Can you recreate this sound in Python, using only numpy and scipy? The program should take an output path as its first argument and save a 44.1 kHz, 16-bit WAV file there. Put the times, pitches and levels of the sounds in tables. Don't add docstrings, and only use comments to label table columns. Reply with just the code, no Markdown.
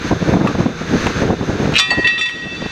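import sys
import numpy as np
from scipy import signal
from scipy.fft import rfft, irfft, next_fast_len
from scipy.io import wavfile
from scipy.ndimage import map_coordinates

SR = 44100
rng = np.random.default_rng(int(sys.argv[2]) if len(sys.argv) > 2 else 0)


def inscribe(sig):
    pcm = np.round(np.clip(np.atleast_2d(sig).T, -1, 1) * 32767)
    wavfile.write(sys.argv[1], SR, pcm.astype(np.int16))


N = 119511

# (frequency [Hz], t60 [s])
HALL_DECAY = [(200, 1.2), (2000, 4.2), (4500, 6.4), (8000, 3.8), (14000, 1.7)]
# (time [s], level [dB])
DRAUGHT_LEVEL = [(0, -32), (.08, -22.5), (.12, -19.5), (.18, -21.5), (.34, -12.5), (.42, -21), (.46, -16.5),
                 (.65, -20), (.72, -26), (.8, -30.5), (.89, -27), (.96, -14), (1.07, -18.5), (1.14, -25.5),
                 (1.22, -9), (1.3, -14.5), (1.38, -21.5), (1.52, -20.5), (1.7, -18.5), (1.85, -24.5),
                 (1.98, -10), (2.11, -20), (2.2, -12.5), (2.29, -34), (2.36, -16), (2.65, -13.5),
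                 (2.71, -46)]
# (frequency [Hz], level [dB])
DRAUGHT_SPECTRUM = [(20, -34.5), (45, -16), (90, -3), (170, -2), (280, -2), (450, -6.5), (700, -15),
                    (1200, -27), (2500, -37), (6000, -67)]
# (time [s], level [dB])
EDDY_THUMPS = [(0.115, -7.5), (0.13, -8), (0.226, -11), (.29, -29), (0.338, -10), (0.356, -9.5),
               (0.37, -10), (0.402, -18.5), (0.451, -10), (0.465, -13), (0.553, -13.5), (.609, -7),
               (0.663, -7), (0.817, -17.5), (0.915, -14.5), (1.068, -10.5), (1.222, -9), (1.306, -8),
               (1.333, -21.5), (1.413, -13), (1.501, -11), (1.604, -13), (1.657, -10), (1.676, -13.5),
               (1.715, -24), (2.472, -10), (2.624, -6), (2.663, -4.5)]
# (frequency [Hz], level [dB])
EDDY_SPECTRUM = [(30, -16), (90, -3.5), (170, 6.5), (300, 0.5), (500, -7.5), (900, -12), (1400, -22),
                 (2500, -40), (6000, -68)]
FLUTTER_DB, FLUTTER_PER_S, THUMP_HALF_WIDTH_S = 4, 65, 0.0039

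# (time [s], level [dB])
WHIRR_LEVEL = [(0, -28), (.1, -23.5), (.18, -30), (.29, -24.5), (.42, -31.5), (.48, -29.5), (.6, -26.5),
               (.71, -32), (.85, -27), (1.04, -20.5), (1.12, -23.5), (1.21, -22), (1.35, -33.5),
               (1.48, -29), (1.7, -26.5), (2, -18.5), (2.4, -27), (2.71, -17.5)]
# (frequency [Hz], level [dB])
WHIRR_SPECTRUM = [(30, 3.5), (150, 10), (500, -7), (1000, -1.5), (1550, 5), (2000, -1.5), (2600, -3.5),
                  (3100, -8.5), (4000, -6.5), (5300, -12.5), (5900, -12.5), (6300, -6), (6800, -16.5),
                  (7600, -26), (10000, -35.5), (11100, -37), (11500, -29), (11900, -39.5), (15500, -46.5)]
# (frequency [Hz], level [dB])
HUM_TONES = [(161, -34), (474, -39), (1556, -49), (3526, -47.5), (3698, -48.5), (3967, -51)]
WHIRR_FLICKER_DB, HUM_WANDER_HZ = .9, 3.76

# (time [s], level [dB])
THUD_HITS = [(0.405, -24), (.607, -31), (0.659, -43), (1.797, -14), (1.912, -1)]
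# (frequency [Hz], level [dB])
THUD_SPECTRUM = [(50, -13), (200, -29.5), (450, -3), (750, 4.5), (1200, 0.5), (2200, -5), (5000, -56),
                 (12000, -73)]
# (time [s], ring level [dB], tick level [dB])
BAR_KNOCKS = [(.471, -17, -15.5), (1.066, -33, -11.5), (1.7205, -32, -18.5)]
# (frequency [Hz], level [dB], t60 [s])
BAR_MODES = [(1158, 2.5, 0.1), (1280, -6, 0.22), (2634, 3.5, 0.035), (3000, -33, 0.068)]
# (frequency [Hz], level [dB])
TICK_SPECTRUM = [(100, -16.5), (800, 12.5), (1300, 5), (2800, 2.5), (5000, -10), (8500, -21.5),
                 (11000, -31), (15500, -34)]
HIT_ATTACK_S, THUD_T60_S, TICK_T60_S = 0.0016, 0.14, 0.056

OFFCUT_MODES = [(770, -24.5, .6, 4), (1005, -20, .45, 5), (1141, -20, .35, 4), (1275, -15, .8, 4),
                (1754, -20, .7, 5), (1900, 0, 1, 1), (2406, -11, .6, 4), (2650, 0, .7, 2),
                (3124, -11.5, .55, 4), (3521, -1, .4, 3), (3900, -8, .45, 0), (4506, -13, .4, 5),
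                (4760, -10, .4, 0), (5585, -17, .27, 0), (5712, -11, .27, 0), (6492, -29, .25, 0),
                (6718, -23, .22, 5), (6869, -22, .25, 0), (7337, -29, .38, 0), (7845, -24, .25, 5),
                (8198, -30, .3, 0), (8645, -29, .26, 4), (9033, -34, .26, 0), (9490, -43, .25, 0),
                (10481, -40, .33, 0), (11046, -42, .22, 5), (11767, -45, .3, 0), (12726, -46, .3, 0),
                (13845, -47, .3, 5)]
# (time [s], ring level [dB], five boosts for groups 1-5 [dB],
# treble tilt [dB/octave], early fall [dB], grit level [dB])
OFFCUT_HITS = [(1.782, 2.5, -29, -17, -18, -18, -2, -3, 3.3, -33),
               (1.7963, 4.5, -3.5, -5, 1.5, 4.5, -3, 4, 5.6, -29),
               (1.9041, -4, 6, 0, 1, -4, 12.5, -3.5, 6.3, -11),
               (2.0431, -5.5, 8, 9.5, 4, -7, 9, -27, 2.5, -19),
               (2.071, 1.5, 4.5, 4.5, 2.5, -1.5, 0.5, -2.5, 3, -2),
               (2.1047, 1, 2, 3, -6.5, -6.5, -4.5, -11.5, 2, -15),
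               (2.1775, -2, -17, -2, 5, -8, 6, -12, 5.9, -10.5),
               (2.187, -6.5, -10, 2.5, 8.5, 5, -3, 5, 2.2, -14),
               (2.2098, -2, 0, 4, 2.5, -7.5, -5, 2.5, 2.8, -7.5),
               (2.2556, -3, -1.5, 7.5, 5, -7, 1.5, -3, 8, -16),
               (2.288, -13.5, 3.5, -27, -26, -1, 3.5, -1, 4.1, -9)]
# (frequency [Hz], level [dB])
CONCRETE_SPECTRUM = [(60, -21), (250, -19), (900, -12), (2000, 1), (3500, 2.5), (5500, -22), (8000, -26),
                     (11000, -34.5), (15500, -46)]
MODE_SCATTER_DB, CONTACT_DAMP_S = 2, 0.0022
EARLY_FALL_DB_PER_OCTAVE, EARLY_FALL_S = 4, 0.027
GRIT_CHATTER_DB, GRIT_CHATTER_PER_S, GRIT_T60_S = 11, 380, 0.086
SWAY_DB, DOPPLER_SHARE, TUMBLE_PER_S = 2, .0013, 22

# (time [s], ring level [dB], crack level [dB])
BLADE_SLIPS = [(1.738, -17.5, -26), (1.7478, -18, -35), (1.754, -8, -25), (1.763, -4.5, -21),
               (1.767, -7.5, -25), (1.77, -3, -15), (1.7815, -19, -7), (1.7873, -20, -1),
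               (1.7967, 0.5, -9.5)]
# (frequency [Hz], level [dB], t60 [s])
FRAME_MODES = [(1405, -19.5, 0.1), (1764, -12, 0.058), (2120, -8.5, 0.057), (2428, -3, 0.059),
               (2593, -3, .07), (2856, -1, 0.043), (3188, -9, 0.074), (3920, -6.5, 0.056), (5600, -22, .05),
               (5400, -21, 0.04)]
# (frequency [Hz], level [dB])
CRACK_SPECTRUM = [(60, -30), (250, -29), (600, -15), (1300, 5.5), (2500, 1), (4000, 10), (5700, -2.5),
                  (8000, -8), (10500, -33), (15500, -37)]
SLIP_ATTACK_S, CRACK_T60_S = 0.00071, 0.11

THRESHOLD_DB, RELEASE_DB_PER_S, DETECTOR_S = -11, 10.5, 0.0046
DETECTOR_LOW_CUT_HZ, TOP_HZ = 700, 15800
TIME = np.arange(N) / SR


def amp(db):
    return 10 ** (np.asarray(db) / 20)


def unit_rms(x):
    return x / np.sqrt(np.mean(x ** 2) + 1e-20)


def at_frequency(points, hz):
    knots_hz, values = np.transpose(points)
    return np.interp(np.log(hz + 1), np.log(knots_hz + 1), values)


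def fader(points):
    return np.interp(TIME, *np.transpose(points))


def wobble(per_s, t=TIME, knots=1024):
    return map_coordinates(rng.standard_normal(knots), [t * per_s], mode="wrap")


def filtered(x, response):
    size = next_fast_len(N + SR // 2)
    return irfft(rfft(x, size) * response(np.fft.rfftfreq(size, 1 / SR)), size)[:N]


def noise(spectrum):
    return unit_rms(filtered(rng.standard_normal(N), lambda hz: amp(at_frequency(spectrum, hz))))


def burst(spectrum, t60, t):
    return noise(spectrum)[:len(t)] * amp(-60 * t / t60)


def ring(modes, level_db, t):
    hz, db, t60 = np.transpose(modes)[:, :, None]
    phase = rng.uniform(0, 2 * np.pi, hz.shape)
    return (amp(db + level_db - 60 * t / t60) * np.sin(2 * np.pi * hz * t + phase)).sum(0)


def hall(x):
    hz, t, bands = signal.stft(rng.standard_normal(SR), SR, nperseg=256)
    decay = amp(-60 * t / at_frequency(HALL_DECAY, hz)[:, None])
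    tail = signal.istft(bands * decay, SR, nperseg=256)[1]
    return signal.fftconvolve(x, tail / np.linalg.norm(tail))[:N]


def draught():
    rumble = noise(DRAUGHT_SPECTRUM) * amp(FLUTTER_DB * wobble(FLUTTER_PER_S))
    air = unit_rms(rumble) * amp(fader(DRAUGHT_LEVEL))
    eddies = noise(EDDY_SPECTRUM)
    for start, db in EDDY_THUMPS:
        swell = np.exp(-.5 * ((TIME - start) / THUMP_HALF_WIDTH_S) ** 2)
        thump = swell * eddies
        air += amp(db) * thump * np.linalg.norm(swell) / np.linalg.norm(thump)
    return air


def drive():
    out = noise(WHIRR_SPECTRUM) * amp(fader(WHIRR_LEVEL) + WHIRR_FLICKER_DB * wobble(per_s=35.14))
    for hz, db in HUM_TONES:
        pitch_hz = hz + HUM_WANDER_HZ * wobble(per_s=14)
        out += amp(db) * unit_rms(np.sin(2 * np.pi * np.cumsum(pitch_hz) / SR))
    return out


def thuds():
    out, t = np.zeros(N), np.arange(SR // 4) / SR
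    attack = 1 - np.exp(-t / HIT_ATTACK_S)
    for start, db in THUD_HITS:
        mix_in(out, start, amp(db) * attack * burst(THUD_SPECTRUM, THUD_T60_S, t))
    return out


def mix_in(out, start, sound):
    part = out[round(start * SR):][:len(sound)]
    part += sound[:len(part)]


def long_bar():
    out, t = np.zeros(N), np.arange(SR // 4) / SR
    attack = 1 - np.exp(-t / HIT_ATTACK_S)
    for start, ring_db, tick_db in BAR_KNOCKS:
        clink = ring(BAR_MODES, ring_db, t)
        tick = amp(tick_db) * burst(TICK_SPECTRUM, TICK_T60_S, t)
        mix_in(out, start, attack * (clink + tick))
    return out


def tumbling_ring(hz, db, t60, t):
    out = np.zeros(len(t))
    for mode_hz, mode_db, mode_t60 in zip(hz, db, t60):
        sway_db = SWAY_DB * wobble(TUMBLE_PER_S, t, knots=64)
        pitch_hz = mode_hz * (1 + DOPPLER_SHARE * wobble(TUMBLE_PER_S, t, knots=64))
        phase = 2 * np.pi * (rng.random() + np.cumsum(pitch_hz) / SR)
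        out += amp(mode_db + sway_db - 60 * t / mode_t60) * np.sin(phase)
    return out


def offcut():
    out, t = np.zeros(N), np.arange(SR // 2) / SR
    hz, db, t60, group = np.transpose(OFFCUT_MODES)
    octaves = np.log2(hz / 3500)
    ends = [hit[0] for hit in OFFCUT_HITS[1:]] + [N / SR]
    attack = 1 - np.exp(-t / HIT_ATTACK_S)
    settling = 1 - np.exp(-(t / EARLY_FALL_S) ** 2)
    for (start, ring_db, *group_db, tilt, fall_db, grit_db), end in zip(OFFCUT_HITS, ends):
        boost_db = np.r_[0, group_db][group.astype(int)] + MODE_SCATTER_DB * rng.standard_normal(len(hz))
        struck_db = db + ring_db + boost_db + tilt * np.maximum(octaves, 0)
        drop_db = np.outer(np.maximum(fall_db + EARLY_FALL_DB_PER_OCTAVE * octaves, 0), settling)
        choke = np.exp(-np.maximum(start + t - end, 0) / CONTACT_DAMP_S)
        clang = choke * tumbling_ring(hz, struck_db[:, None] - drop_db, t60, t)
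        chatter_db = GRIT_CHATTER_DB * np.tanh(wobble(GRIT_CHATTER_PER_S, t))
        grit = amp(grit_db + chatter_db) * burst(CONCRETE_SPECTRUM, GRIT_T60_S, t)
        mix_in(out, start, attack * (clang + grit))
    return out


def shear_blade():
    out, t = np.zeros(N), np.arange(SR // 4) / SR
    attack = 1 - np.exp(-(t / SLIP_ATTACK_S) ** 2)
    for start, ring_db, crack_db in BLADE_SLIPS:
        frame = ring(FRAME_MODES, ring_db, t)
        crack = amp(crack_db) * burst(CRACK_SPECTRUM, CRACK_T60_S, t)
        mix_in(out, start, attack * (frame + crack))
    return out


def scene():
    hits = long_bar() + shear_blade() + offcut() + thuds()
    return (hits + amp(db=-13) * hall(hits) + drive() + draught())[None]


def record(dry):
    mono, smoothing = dry[0], np.exp(-1 / (DETECTOR_S * SR))
    sidechain = signal.sosfilt(signal.butter(2, DETECTOR_LOW_CUT_HZ, "high", fs=SR, output="sos"), mono)
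    power = signal.lfilter([1 - smoothing], [1, -smoothing], sidechain ** 2)
    over_db = np.maximum(10 * np.log10(power + 1e-12) - THRESHOLD_DB, 0)
    recovery_db = RELEASE_DB_PER_S * TIME
    duck_db = np.maximum.accumulate(over_db + recovery_db) - recovery_db
    clipped = np.clip(mono * amp(-duck_db), -1, 1)
    return filtered(clipped, lambda hz: hz < TOP_HZ)[None]


dry = scene()
out = record(dry)
inscribe(out)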